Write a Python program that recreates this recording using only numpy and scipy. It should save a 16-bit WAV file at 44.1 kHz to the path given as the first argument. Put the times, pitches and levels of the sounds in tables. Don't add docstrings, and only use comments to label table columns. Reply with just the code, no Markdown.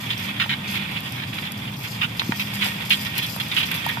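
import sys
import numpy as np
from scipy import signal
from scipy.fft import rfft, irfft
from scipy.io import wavfile
from scipy.ndimage import uniform_filter1d

SR = 44100
rng = np.random.default_rng(int(sys.argv[2]) if len(sys.argv) > 2 else 0)


def bounce(signal):
    frames = np.transpose(np.atleast_2d(signal))
    limited = np.clip(frames, -1, 1)
    pcm = np.round(limited * 32767).astype(np.int16)
    wavfile.write(sys.argv[1], SR, pcm)


N = 176400
T = np.arange(N) / SR
BINS = np.fft.rfftfreq(4096, 1 / SR)
TUB_T60_S, WET_T60_S = 0.056, 0.02


def amp(db):
    return 10 ** (np.asarray(db) / 20)


def unit_rms(x):
    return x / np.sqrt(np.mean(x ** 2) + 1e-20)


def spectrum_at(points, hz):
    freqs, values = np.transpose(points)
    return np.interp(np.log(hz + 1), np.log(freqs + 1), values)


def drift(cutoff_hz):
    hz = np.fft.rfftfreq(N, 1 / SR)
    return unit_rms(irfft(rfft(rng.standard_normal(N)) / (1 + (hz / cutoff_hz) ** 2), N))


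def add(mix, start_s, sound):
    part = mix[:, max(round(start_s * SR), 0):][:, :sound.shape[1]]
    part += sound[:, :part.shape[1]]


def resonance_db(centre_hz, width_hz, lift_db):
    return lift_db / (1 + (2 * (BINS - centre_hz) / width_hz) ** 2)


def leg_colour_db():
    knots_hz = np.arange(0, SR, 330)
    ripple_db = 2.5 * np.interp(BINS, knots_hz, rng.standard_normal(len(knots_hz)))
    return ripple_db * np.exp(-(BINS / 8000) ** 2)


def tub_ring(x, tone_db):
    # centre_hz, width_hz, lift_db
    modes = [(932, 50, 9.5), (1860, 24, 10.5), (2170, 25, 6.5), (2383, 100, 5), (2670, 31, 0),
             (5040, 31, 7.5)]
    # frequency_hz, left_minus_right_db
    balance = [(500, 15.5), (1100, -10), (3200, -5.5), (4300, 5.5), (6000, 1.5), (12500, 18.5)]
    response_db = tone_db + sum(resonance_db(*mode) for mode in modes)
    left = amp(spectrum_at(balance, BINS))
    gain = amp(response_db) * np.array([left, np.ones_like(left)]) / np.hypot(left, 1)
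    log_gain = np.log(np.hstack([gain, gain[:, -2:0:-1]]))
    impulse_response = np.fft.ifft(np.exp(np.conj(signal.hilbert(log_gain)))).real
    return signal.fftconvolve(x, impulse_response, axes=1)


def tub_echoes(x, t60_s, wall_db, right_first=False):
    ear_lag_s = 0.00055
    t = np.arange(0, 0.08, 1 / SR)
    paths = rng.standard_normal((2, len(t))) * amp(-60 * t / t60_s) * (t > ear_lag_s)
    paths *= amp(wall_db) / np.linalg.norm(paths, axis=1, keepdims=True)
    near, far = (1, 0) if right_first else (0, 1)
    paths[near, 0] += 1
    paths[far, round(ear_lag_s * SR)] += 1
    return signal.fftconvolve(x[None], paths, axes=1)


def clicks(size, per_s, spread_db):
    strength = amp(spread_db * np.minimum(rng.exponential(1, size), 5))
    return strength * rng.choice([-1, 1], size) * (rng.random(size) < per_s / SR)


def at_level(x, length_s, level_db):
    return amp(level_db) * x * np.sqrt(2 * length_s * SR) / np.linalg.norm(x)


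def rumble():
    # frequency_hz, level_db
    tone = [(25, -45), (55, -17.5), (72, -9.5), (105, 1.5), (170, 2), (230, -2), (400, -16.5), (620, -16.5),
            (850, -12), (4000, -35)]
    # frequency_hz, correlation
    likeness = [(180, .99), (300, 0.91), (700, 0)]
    hz = np.fft.rfftfreq(N, 1 / SR)
    left, independent = rfft(rng.standard_normal((2, N)))
    correlation = np.clip(spectrum_at(likeness, hz), 0, 1)
    right = correlation * left + np.sqrt(1 - correlation ** 2) * independent
    noise = irfft(np.array([left, right]) * amp(spectrum_at(tone, hz)), N)
    return amp(-34.5) * unit_rms(noise)


def machine_hum():
    # pitch_hz, rms_db
    lines = [(115.5, -43.5), (137, -47.5), (159, -50.5), (200, -40.5)]
    wander_hz = 1.5
    out = np.zeros(N)
    for pitch_hz, rms_db in lines:
        flutter = 1 + 0.49 * drift(3.1)
        cycles = rng.random() + np.cumsum(pitch_hz + wander_hz * drift(4.24)) / SR
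        out += amp(rms_db) * unit_rms(flutter * np.sin(2 * np.pi * cycles))
    return out


def shifts(depth, per_s=5.1, decay_s=0.033):
    starts = rng.uniform(0.25, 1, N) * (rng.random(N) < per_s / SR)
    movement = signal.lfilter([1], [1, -np.exp(-1 / (decay_s * SR))], starts)
    return 1 + depth * np.tanh(movement)


def heap(tone, per_s, shift_depth, t60_s, right_first=False, spots=4):
    out = np.zeros((2, N))
    for _ in range(spots):
        contacts = clicks(N, per_s / spots, spread_db=2) * shifts(shift_depth)
        reflected = tub_echoes(contacts, t60_s, wall_db=13, right_first=right_first)
        out += tub_ring(reflected, spectrum_at(tone, BINS) + leg_colour_db())[:, :N]
    return unit_rms(out)


def rustle():
    # frequency_hz, level_db
    tone = [(200, -15.5), (600, -14), (1000, -4.5), (1400, -4), (2200, 2), (3300, 3.5), (4200, -7),
            (5500, -26.5), (10000, -24)]
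    # time_s, level_db
    stir = [(0, -31.5), (.5, -32.5), (.6, -36.5), (.75, -28.5), (.98, -33.5), (1.5, -33.5), (1.78, -39.5),
            (1.97, -33.5), (2.3, -35), (2.67, -27), (2.9, -33.5), (3.2, -30), (3.32, -36), (3.56, -27.5),
            (4, -31)]
    envelope = amp(np.interp(T, *np.transpose(stir)))
    return envelope * heap(tone, per_s=1300, shift_depth=2.5, t60_s=TUB_T60_S)


def fizz(scraping):
    # frequency_hz, level_db
    tone = [(2000, -30), (4500, 4), (8500, -6), (11000, -6), (12000, .5), (14300, -2.5), (15000, -28)]
    # time_s, level_db
    crackle = [(0, -38), (.58, -46), (.73, -39.5), (.9, -44), (1.77, -45), (1.87, -40), (2.3, -42.5),
               (2.62, -37), (3.32, -39.5), (3.52, -38.5), (4, -42)]
    envelope = amp(np.interp(T, *np.transpose(crackle)) + 2.5 * scraping)
    return envelope * heap(tone, per_s=5000, shift_depth=6, t60_s=WET_T60_S, right_first=True)


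def wall_bump(start_s=2.2925, pitch_hz=200, t60_s=0.021):
    t = np.maximum(T - start_s, 0)
    onset = np.sin(np.pi / 2 * np.minimum(pitch_hz * t, 1)) ** 2
    displacement = amp(-60 * t / t60_s) * onset * np.sin(2 * np.pi * pitch_hz * t)
    return np.gradient(displacement) * SR / (2 * np.pi * pitch_hz)


def shell_knocks():
    # start_s, peak_db, centre_hz, fall_at_one_octave_db
    impacts = [(0.46, -19.5, 900, 8.5), (2.2175, -10, 1220, 6.5), (2.3215, -4.5, 1480, 6.5),
               (2.664, -22, 740, 10), (3.363, -18.5, 895, 8), (3.864, -14.5, 880, 26),
               (3.971, -13.5, 1060, 14)]
    out = np.zeros((2, N))
    for start_s, peak_db, centre_hz, fall_db in impacts:
        tone_db = np.maximum(-fall_db * np.log2((BINS + 1) / centre_hz) ** 2, -50)
        knock = tub_ring(tub_echoes(np.ones(1), t60_s=0.035, wall_db=-5), tone_db)
        add(out, start_s, amp(peak_db) * knock / abs(knock).max())
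    return out


def shell_snaps():
    # start_s, length_s, level_db
    releases = [(0.712, 0.055, -41.5), (1.005, 0.0038, -34), (1.122, .003, -32.5), (1.52, 0.003, -27.5),
                (2.194, 0.003, -45), (2.897, 0.037, -33), (3.18, 0.0099, -23), (3.229, .027, -35),
                (3.362, 0.008, -32.5), (3.4, 0.037, -39), (3.582, 0.031, -37), (3.716, 0.0056, -28),
                (3.743, 0.031, -33.5), (3.864, .004, -28.5), (3.889, 0.018, -36)]
    # frequency_hz, level_db
    tone = [(1500, -57), (4000, 9.5), (8500, -2), (12000, 15.5), (16000, 0)]
    out, t = np.zeros((2, N)), np.arange(SR // 10) / SR
    for start_s, length_s, level_db in releases:
        force = clicks(len(t), per_s=3000, spread_db=0.69)
        force[0] = 3.5
        force *= amp(-9 * t / length_s) * (t < length_s)
        reflected = tub_echoes(force, WET_T60_S, wall_db=-8, right_first=True)
        snap = tub_ring(reflected, spectrum_at(tone, BINS))
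        add(out, start_s, at_level(snap, length_s, level_db))
    return out


def stick_slip(t, slips_per_s=290, jitter=0.35, spread_db=1.6, grit_db=-22):
    gap_scatter, size_scatter = rng.standard_normal((2, 64))
    gaps_s = np.exp(jitter * gap_scatter) / slips_per_s
    sizes = amp(spread_db * size_scatter)
    gaps_s[0], sizes[0] = 0.001, 1.4
    slip_s = np.cumsum(gaps_s)
    inside = slip_s < t[-1]
    force = amp(grit_db) * rng.standard_normal(len(t))
    force[(slip_s[inside] * SR).astype(int)] += sizes[inside]
    return force


def leg_scrapes():
    # start_s, length_s, swell_s, level_db, centre_hz
    strokes = [(0.1, 0.032, 0.0056, -23, 2960), (0.398, 0.053, 0.00066, -20.5, 2760),
               (0.493, 0.048, 0.00077, -22, 2670), (0.734, 0.048, 0.018, -28, 2660),
               (0.87, 0.031, 0.02, -34, 2500), (0.934, 0.046, 0.024, -28.5, 2560),
               (1.05, 0.031, 0.0054, -32.5, 2646), (1.152, 0.063, 0.015, -33.5, 2400),
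               (1.209, 0.03, 0.016, -31, 2470), (1.33, 0.014, 0.0067, -36, 3020),
               (1.381, 0.0085, 0.0011, -28, 2780), (1.448, 0.026, 0.0044, -32, 2620),
               (1.667, 0.031, 0.013, -34, 2540), (1.736, 0.0091, .003, -37, 3640),
               (1.831, 0.039, 0.015, -31.5, 2540), (2.008, 0.043, 0.0053, -20, 2680),
               (2.195, 0.0083, 0.00063, -17, 3300), (2.395, 0.029, 0.0007, -23, 3020),
               (2.608, 0.04, 0.0092, -20.5, 2720), (2.904, 0.029, 0.0016, -13.5, 2900),
               (2.933, 0.022, 0.0012, -21, 3120), (3.062, 0.0095, 0.0067, -25.5, 2830),
               (3.18, 0.019, 0.0014, -23, 2730), (3.203, 0.043, 0.026, -26.5, 3100),
               (3.399, 0.018, 0.0007, -23, 2800), (3.512, .015, 0.0035, -23.5, 3000),
               (3.553, 0.06, 0.017, -19, 2820), (3.626, 0.017, 0.007, -21.5, 2840),
               (3.713, 0.0071, 0.00085, -20.5, 2560), (3.877, 0.026, 0.013, -25, 2410)]
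    # frequency_hz, level_db
    tone = [(400, -51), (1200, -13.5), (1800, -8), (2600, 1), (3400, 1), (4100, -2.5), (5200, -20),
            (9000, -30.5)]
    usual_hz = 3030
    octaves = np.log2(np.clip(BINS, 1500, 4200) / usual_hz)
    out, t = np.zeros((2, N)), np.arange(SR // 10) / SR
    scraping = np.zeros(N)
    catches = amp(2.2 * drift(90))
    for start_s, length_s, swell_s, level_db, centre_hz in strokes:
        ramps = np.clip(np.minimum(t, length_s + swell_s - t) / swell_s, 0, 1)
        envelope = ramps * amp(-4 * t / length_s)
        force = stick_slip(t) * envelope * catches[round(start_s * SR):][:len(t)]
        tilt_db = 32 * np.log2(centre_hz / usual_hz) * octaves
        shell_db = resonance_db(1.072 * centre_hz, width_hz=450, lift_db=3.5)
        tone_db = spectrum_at(tone, BINS) + tilt_db + shell_db + leg_colour_db()
        scrape = tub_ring(tub_echoes(force, TUB_T60_S, wall_db=-3), tone_db)
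        add(out, start_s, at_level(scrape, length_s, level_db))
        scraping[(T > start_s) & (T < start_s + length_s)] = 1
    return out, uniform_filter1d(scraping, 400)


def scene():
    scrapes, scraping = leg_scrapes()
    contacts = scrapes + shell_snaps() + shell_knocks() + wall_bump()
    return contacts + rustle() + fizz(scraping) + rumble() + machine_hum()


def record(dry):
    low_pass = signal.firwin(255, 14600, window=("kaiser", 8), fs=SR)
    return signal.oaconvolve(dry, low_pass[None], "same")


dry = scene()
out = record(dry)
bounce(out)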